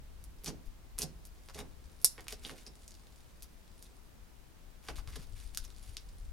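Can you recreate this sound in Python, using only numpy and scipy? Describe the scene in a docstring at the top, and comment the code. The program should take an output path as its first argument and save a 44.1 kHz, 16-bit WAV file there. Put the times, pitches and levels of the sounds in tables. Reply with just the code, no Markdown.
"""Two hands work wet slime on a table; noise makes the steady hush and slow air rumble in a small quiet room.
At first damped resonances give single pops; swarms of random clicks give crackling presses and peels. Near two
seconds a big bubble cracks in several resonances; a dense bright fizz of snaps follows, rises and dies away
fast. More presses with soft low thuds follow, then a sparser middle leaves mostly fine crackle; near five
seconds the peels return with low sine waves of air, and one more sharp pop and a long peel lead to the end."""
import sys
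import numpy as np
from scipy import signal
from scipy.fft import rfft, irfft, next_fast_len
from scipy.io import wavfile

SR = 44100
rng = np.random.default_rng(int(sys.argv[2]) if len(sys.argv) > 2 else 0)


def wrap_up_sound(samples):
    """Save the sound to the file named by the first command line argument, as 16-bit audio."""
    columns = np.atleast_2d(samples).T
    # keep every value between -1 and 1, then stretch to whole-number steps
    tamed = np.clip(columns, -1, 1)
    steps = np.round(tamed * 32767).astype(np.int16)
    wavfile.write(sys.argv[1], SR, steps)


N = 278712  # samples in the scene

# Slow air stirred at the microphone. Each row: time in seconds, level in dB before a common trim,
# left against right in dB.
AIR_DRAUGHT = [(0.0, -46.5, 3.5), (0.65, -51, -1), (0.81, -48, 5), (1.02, -47.5, 1.5), (1.48, -52.5, 3),
               (1.64, -48, 1.0), (1.71, -50, 9), (2.48, -51.5, -2), (3.1, -54, 4), (4.82, -54, 7.5),
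               (5.0, -43.5, 12.5), (5.23, -46.5, 7.5), (5.69, -49, 11.0), (6.18, -47.5, -0.5),
               (6.23, -44, 3.5), (6.32, -42.5, 0.5)]
# Spectrum of that air. Each row: frequency in Hz, relative density in dB per Hz.
AIR_SPECTRUM = [(10, -9), (25, 2), (58, 0), (78, -5.5), (105, -15), (160, -24), (300, -46), (700, -71.5)]
# Spectrum of the quiet room and microphone hiss. Each row: frequency in Hz, relative density in dB per Hz.
HUSH_SPECTRUM = [(65, -41.5), (110, -3.5), (228, -3.5), (293, -7.5), (346, -7.5), (384, -9.5), (583, -12.5),
                 (660, -12.5), (848, -14), (960, -14.5), (2080, -19), (16000, -28)]
HUSH_DB = -64.5

# Swings of the hands and the stretched sheet that push air. Each row: start in seconds,
# level in dB before a common trim and the channel gains, frequency in Hz.
AIR_SWINGS = [(0.656, -39.5, 27), (4.976, -37.5, 42.7), (5.073, -43, 80.5), (5.191, -46.5, 131),
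              (5.328, -39, 55), (5.444, -45, 33), (5.601, -41, 29.3), (5.883, -44, 59.5)]

# Crackle of tiny bubbles under strain. Each row: time in seconds, level in dB before the treble filters.
STRAIN_LEVEL = [(0, -93), (.2, -78), (.85, -84), (1.4, -73), (1.75, -75), (2.7, -71.5), (2.83, -64),
                (3.0, -70), (3.55, -76), (3.9, -71), (4.2, -85), (4.701, -82), (5.699, -65.5), (6.32, -74)]

# Sticky skin peeling off fingers or table. Each row: start in seconds, length in seconds,
# level in dB before the treble filters, centre in Hz.
SKIN_PEELS = [(0.653, 0.034, -67.5, 10500), (1.535, .05, -60, 3920), (2.286, 0.061, -53, 3900),
              (2.411, 0.13, -56, 4200), (2.544, 0.1, -61.5, 3870), (4.822, 0.12, -62.5, 2080),
              (4.953, 0.052, -55, 4340), (5.069, 0.12, -61, 2600), (5.183, 0.072, -61, 2640),
              (5.353, .11, -61, 3700), (5.636, 0.024, -56.5, 7000), (5.801, 0.16, -63.5, 5000)]
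PEEL_Q = 0.12

# Fingers pressing in, or a fold flopping down. Each row: start in seconds, length in seconds,
# crackle level in dB, crackle centre in Hz, thud level in dB, thud centre in Hz
# (levels before the treble filters).
FINGER_PRESSES = [(0.435, 0.015, -55, 5800, -61, 260), (0.456, 0.052, -48.5, 3570, -49.5, 173),
                  (0.981, 0.017, -58, 6100, -56, 230), (1.0, .045, -47, 5970, -51, 221.2),
                  (1.541, 0.032, -57.5, 3500, -57, 300), (1.574, 0.044, -49, 1730, -53.5, 253),
                  (2.177, .017, -69, 1800, -57, 450), (2.32, 0.012, -53, 3300, -54, 380),
                  (2.441, 0.019, -61, 1700, -56.5, 280), (2.488, 0.041, -59, 2320, -58, 250),
                  (2.654, 0.033, -62, 3470, -63.5, 260), (4.883, 0.021, -56, 990, -50, 200),
                  (5.155, 0.017, -48.5, 2830, -55, 192)]
CRACKLE_Q = .2
# Trapped air: level against the thud, length against the press
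GURGLE_HZ, GURGLE_Q, GURGLE_DB, GURGLE_LASTS = 595, 0.47, -7, 1.2
THUD_LASTS = 2.3  # thud length against the press
PUFF_HZ, PUFF_DB, PUFF_LAG_S = 45, -3.5, .02  # air pushed aside by the hand: level against the thud

# Single air pockets bursting. Each row: start in seconds, energy in dB over 0.88 ms before the treble
# filters, ring in Hz, sharpness Q, level of the following fizz in dB against the pop.
POCKET_BURSTS = [(0.2405, -44, 10700, 1.1, -20), (0.4447, -34.5, 8440, 0.79, -18),
                 (0.4605, -34.5, 5030, 1.3, -17), (0.4778, -34.5, 5800, 4, -15.5),
                 (0.982, -39.5, 3080, 0.067, -9), (0.988, -24, 9300, 2, -24),
                 (1.0195, -25, 6220, 2.1, -16.5), (1.2528, -42.5, 10600, .8, -18),
                 (1.487, -44, 990, 0.31, -11.5), (1.5466, -44, 4600, 0.89, -26),
                 (2.0159, -45.5, 10900, .8, -12.5), (2.18, -42.5, 1810, 2.3, -12.5),
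                 (2.207, -45, 5600, 0.32, -22), (2.2689, -46, 1210, 0.92, -28),
                 (2.2824, -32.5, 4600, 0.46, -29), (2.2826, -38, 2390, 9, -25),
                 (2.3254, -34, 4100, .6, -24), (2.4496, -33.5, 3240, 5, -19.5),
                 (2.4955, -37, 1460, 1.2, -24), (2.6653, -43, 5250, 6, -15.5),
                 (2.879, -41.5, 7200, 2.2, -26), (2.908, -47.5, 6800, 3.1, -34),
                 (3.4234, -40, 11400, 0.27, -12.5), (3.8257, -42, 10000, 0.64, -21),
                 (4.8858, -35, 1400, 0.55, -16), (4.8883, -33, 915, 0.66, -28),
                 (4.9837, -45, 1090, 1.9, -14), (5.0752, -43, 1100, 0.3, -15), (5.131, -50.5, 2370, 2, -12),
                 (5.5479, -37, 6030, 0.53, -32), (5.5734, -24, 7340, .68, -49),
                 (5.5738, -41, 1420, 3.6, -28), (5.6497, -44, 5870, 3.7, -28),
                 (5.9688, -32.5, 4100, 1.24, -39)]
FIZZ_S = 0.022  # length of the torn film's crackle

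# Resonances of the big bubble. Each row: frequency in Hz, energy in dB over 0.88 ms before the treble
# filters, sharpness Q.
BUBBLE_RESONANCES = [(1400, -30.5, 0.38), (5500, -16, 6), (10700, -8.5, 5.4)]
BIG_BUBBLE_S, BIG_TAIL_DB, BIG_TAIL_HZ, BIG_TAIL_Q = 2.0456, -32.5, 7600, 4.3
BIG_RISE_S, BIG_TAIL_T60 = 0.0045, 0.066  # rise time and 60 dB decay time of the bright tail, in seconds

# Treble response of the microphone. Each row: frequency in Hz, gain in dB.
CAPSULE_RESPONSE = [(100, -2.5), (2600, -1), (3400, 0), (4300, 1), (5000, 2.5), (6500, -1.5), (8000, -4),
                    (9300, -1), (11000, 1.5), (13000, 0), (16000, 0.5)]
# Scatter off table and hands. Each row: frequency in Hz, level against the direct sound in dB.
NEAR_RESPONSE = [(200, 1), (1500, -5), (3000, -5.5), (5700, -2.5), (9000, -2), (11000, -6), (15000, -5)]
# Late room sound. Each row: frequency in Hz, level against the direct sound in dB.
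LATE_RESPONSE = [(150, 1), (400, -7.5), (1000, -9.5), (2800, -11.5), (6000, -13.5), (13000, -22)]
# Reverberation of the room. Each row: frequency in Hz, 60 dB decay time in seconds.
ROOM_DECAY = [(150, .6), (400, 0.69), (1000, 0.43), (2800, 0.29), (6000, 0.24), (13000, 0.27)]
EDGE_HZ = 16300  # upper band limit


def gain_of(db):
    """The decibel law: 20 dB is a factor of ten in amplitude."""
    return 10 ** (np.asarray(db) / 20)


def evened(x):
    """Normalization: the root-mean-square amplitude becomes 1."""
    return x / np.sqrt(np.mean(x ** 2) + 1e-20)


def with_energy(x, db, seconds):
    """Energy is power times time: x gets that of a sound of rms level db lasting this long."""
    return x * gain_of(db) * np.sqrt(seconds * SR / (np.sum(x ** 2) + 1e-20))


def read(points, hz):
    """Linear interpolation of a table along a logarithmic frequency axis."""
    f, value = np.transpose(points)
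    return np.interp(np.log(hz + 1), np.log(f + 1), value)


def add(mix, s, sound):
    """Superposition: the sound is summed into the mix from time s."""
    part = mix[round(s * SR):][:len(sound)]
    part += sound[:len(part)]


def coloured(x, points):
    """Linear filtering: each frequency of x is scaled by a (Hz, dB) table."""
    n = x.shape[-1]
    gains = gain_of(read(points, np.fft.rfftfreq(n, 1 / SR)))
    return irfft(rfft(x) * gains, n)


def ring(x, hz, q, lead=4):
    """Damped resonance: an air pocket answers most strongly at its own frequency."""
    x = np.pad(x, (lead, SR // 20))  # samples for the rise, 50 ms for the ring
    n = next_fast_len(2 * len(x))
    f = np.fft.rfftfreq(n, 1 / SR) + 0.0012  # avoids division by zero
    response = 1 / (1 + 1j * q * (f / hz - hz / f))
    return irfft(rfft(x, n) * response, n)[:len(x)]


def swell(count, crest):
    """Envelope of a stroke: power rises linearly to the crest (a share of its length), then falls."""
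    return np.sqrt(np.interp(np.linspace(0, 1, count), [0, crest, 1], [0, 1, 0]))


def wave(db, hz, cycles=1.53):
    """A pressure pulse: a short sine under a smooth window."""
    t = np.arange(round(cycles / hz * SR)) / SR
    return gain_of(db) * evened(np.sin(2 * np.pi * hz * t) * np.hanning(len(t)))


def swarm(strength, hz, q, snaps_per_s, spread_db, octaves=1.2, bubble_q=6, bubble_db=5, count=9):
    """A random point process: uneven snaps excite resonances of several pitches inside a broader one."""
    draws = np.random.default_rng(rng.integers(2 ** 30)).random((len(strength), 3))
    chance, size, pocket = draws.T
    sizes = gain_of(spread_db * np.minimum(-np.log(1 - size), 3.5))
    snaps = (chance < snaps_per_s / SR) * sizes * strength
    steps = 2 * (np.arange(count) + rng.random(count)) / count - 1
    pitches = np.minimum(hz * 2 ** (octaves * steps), SR / 3)
    group = (pocket * count).astype(int)
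    rings = [ring(snaps * (group == k), pitch, bubble_q) for k, pitch in enumerate(pitches)]
    bubbles = gain_of(bubble_db) * sum(rings)
    add(bubbles, 0, snaps * .5)  # the bare snaps
    return ring(bubbles, hz, q)


def squelch(seconds, db, hz, q, crest):
    """Wet friction: a dense swarm of snaps fuses into one stroke that swells and falls."""
    stroke = swell(max(round(seconds * SR), 3), crest)
    return with_energy(swarm(stroke, hz, q, snaps_per_s=1500, spread_db=4.5), db, seconds)


def thud(seconds, db, hz, q=0.57, crest=0.22, shoves_per_s=1500, taper=2.4):
    """Inertia of a soft mass: irregular shoves are dulled by two equal damped resonances."""
    n = max(round(seconds * SR), 3)
    chance, size = np.random.default_rng(rng.integers(2 ** 30)).random((n, 2)).T
    push = (chance < shoves_per_s / SR) * (2 * size - 1) * swell(n, crest) ** taper
    return with_energy(ring(ring(push, hz, q), hz, q), db, seconds)


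def pop(db, hz, q, opening=0.21):
    """Impulse excitation: a breaking film gives one broad snap, which rings the opened pocket."""
    snap = ring(np.ones(1), hz, q * opening)[:SR // 100]
    return with_energy(ring(snap, hz, q), db, 0.00088)


def stereo_noise(tone, likeness):
    """Partial coherence: two coloured noises share some power; their mean has rms 1."""
    z = rng.standard_normal((3, N))
    pair = coloured(np.sqrt(likeness) * z[0] + np.sqrt(1 - likeness) * z[1:], tone)
    return pair / np.std(pair.mean(0))


def background(draught_db=-4.0):
    """Broadband noise: a steady hush lies under low air movement of changing level and balance."""
    s, level_db, pan_db = np.transpose(AIR_DRAUGHT)
    t = np.arange(N) / SR
    gains = [gain_of(np.interp(t, s, level_db + draught_db + side * pan_db / 2)) for side in (1, -1)]
    draught = stereo_noise(AIR_SPECTRUM, likeness=0.49) * gains
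    hush = gain_of(HUSH_DB) * stereo_noise(HUSH_SPECTRUM, likeness=0.12)
    return draught + hush


def wobbles(level_db=-5, left_db=5.0):
    """Displaced air: each swing sends a low pressure pulse, stronger at the left microphone."""
    out = np.zeros(N)
    for s, db, hz in AIR_SWINGS:
        add(out, s, wave(db + level_db, hz))
    return out * gain_of([[left_db], [-left_db]])


def fine_crackle(hz=5200, q=0.82):
    """Random rupture: tiny bubbles burst at a steady mean rate, louder under strain."""
    ticks = swarm(np.ones(N), hz, q, snaps_per_s=260, spread_db=5.0, count=5)[:N]
    level_db = np.interp(np.arange(N) / SR, *np.transpose(STRAIN_LEVEL))
    return evened(ticks) * gain_of(level_db)


def peels():
    """Adhesion giving way: the skin lets go in strokes of broad, soft crackle."""
    out = np.zeros(N)
    for s, seconds, db, hz in SKIN_PEELS:
        add(out, s, squelch(seconds, db, hz, PEEL_Q, crest=0.26))
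    return out


def presses(table_hz=450, table_q=2.3, table_db=-8.5):
    """Compression: skin crackles, trapped air gurgles, the mass thuds and knocks the table, air puffs out."""
    wet, mass, air = np.zeros((3, N))
    for s, seconds, crackle_db, crackle_hz, thud_db, thud_hz in FINGER_PRESSES:
        add(wet, s, squelch(seconds, crackle_db, crackle_hz, CRACKLE_Q, crest=0.23))
        gurgle_db = thud_db + GURGLE_DB
        add(wet, s, squelch(seconds * GURGLE_LASTS, gurgle_db, GURGLE_HZ, GURGLE_Q, crest=.35))
        add(mass, s, thud(seconds * THUD_LASTS, thud_db, thud_hz))
        add(air, s + PUFF_LAG_S, wave(thud_db + PUFF_DB, PUFF_HZ))
    knock = gain_of(table_db) * ring(mass, table_hz, table_q)[:N]
    return wet + mass + knock + air


def pops():
    """Sudden release: each pocket bursts, and its torn film fizzes briefly around the same pitch."""
    out = np.zeros(N)
    for s, db, hz, q, fizz_db in POCKET_BURSTS:
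        add(out, s, pop(db, hz, q))
        add(out, s, squelch(FIZZ_S, db + fizz_db, hz, q, crest=0.34))
    return out


def big_bubble(snaps_per_s=4000, spread_db=2.5):
    """Impulse and random rupture: a bubble cracks in several resonances, then a dense bright fizz of snaps dies
    away fast."""
    out = np.zeros(N)
    for hz, db, q in BUBBLE_RESONANCES:
        add(out, BIG_BUBBLE_S, pop(db, hz, q, opening=0.19))
    t = np.arange(SR // 20) / SR
    envelope = np.minimum(t / BIG_RISE_S, 1) * gain_of(-60 * t / BIG_TAIL_T60)
    tail = swarm(envelope, BIG_TAIL_HZ, BIG_TAIL_Q, snaps_per_s, spread_db, octaves=1.0)
    add(out, BIG_BUBBLE_S, with_energy(tail, BIG_TAIL_DB, BIG_TAIL_T60))
    return out


def soften(x, top_hz=12800):
    """Finite rupture time: a wet film tears gradually, which rounds off the top treble."""
    return signal.sosfilt(signal.butter(3, top_hz, fs=SR, output="sos"), x)


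def reflections(likeness, first_s, size=22050, spacing=7):
    """Scattering: sparse echoes of random sign and size, on average one per spacing samples."""
    present = rng.random((3, size)) < 1 / spacing
    taps = rng.standard_normal((3, size)) * present * (np.arange(size) > first_s * SR)
    return np.sqrt(likeness) * taps[0] + np.sqrt(1 - likeness) * taps[1:]


def room(x, near_t60=0.093, near_likeness=0.43, late_likeness=0.23):
    """Reverberation: quick scatter from table and hands, then a tail whose decay depends on frequency."""
    near = reflections(near_likeness, first_s=.0008, spacing=18)
    near = near * gain_of(-60 * np.arange(near.shape[1]) / SR / near_t60)
    hz, t, z = signal.stft(reflections(late_likeness, first_s=0.0087), SR, nperseg=256)
    t60 = read(ROOM_DECAY, hz)[:, None]
    decayed = z * gain_of(-60 * t / t60) / np.sqrt(t60)  # the root evens the energy of long and short decays
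    late = signal.istft(decayed, SR, nperseg=256)[1]
    out = 0
    for echoes, tone in (near, NEAR_RESPONSE), (late, LATE_RESPONSE):
        echoes = echoes / np.linalg.norm(echoes, axis=1, keepdims=True)
        out = out + signal.fftconvolve(coloured(x, tone)[None], echoes, axes=1)[:, :N]
    return out


def scene(right_db=0.47, lag_s=1.0e-5):
    """Stereo by level and delay: the slime is slightly louder at the right and a hair later there."""
    sources = pops() + big_bubble() + presses() + peels() + fine_crackle()
    slime = coloured(soften(sources), CAPSULE_RESPONSE)
    left, right = slime + room(slime)
    delay = np.exp(-2j * np.pi * np.fft.rfftfreq(N, 1 / SR) * lag_s)
    right = irfft(rfft(right) * delay, N)
    balanced = np.array([left, right]) * gain_of([[-right_db], [right_db]])
    return balanced + wobbles() + background()


def record(dry):
    """Overload and band limit: any peak beyond the input's range is clipped, then the top treble is cut."""
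    held = np.clip(dry, -.87, .87)
    lowpass = signal.firwin(255, EDGE_HZ, window=("kaiser", 8), fs=SR)
    return signal.oaconvolve(held, lowpass[None], "same")


dry = scene()
out = record(dry)
wrap_up_sound(out)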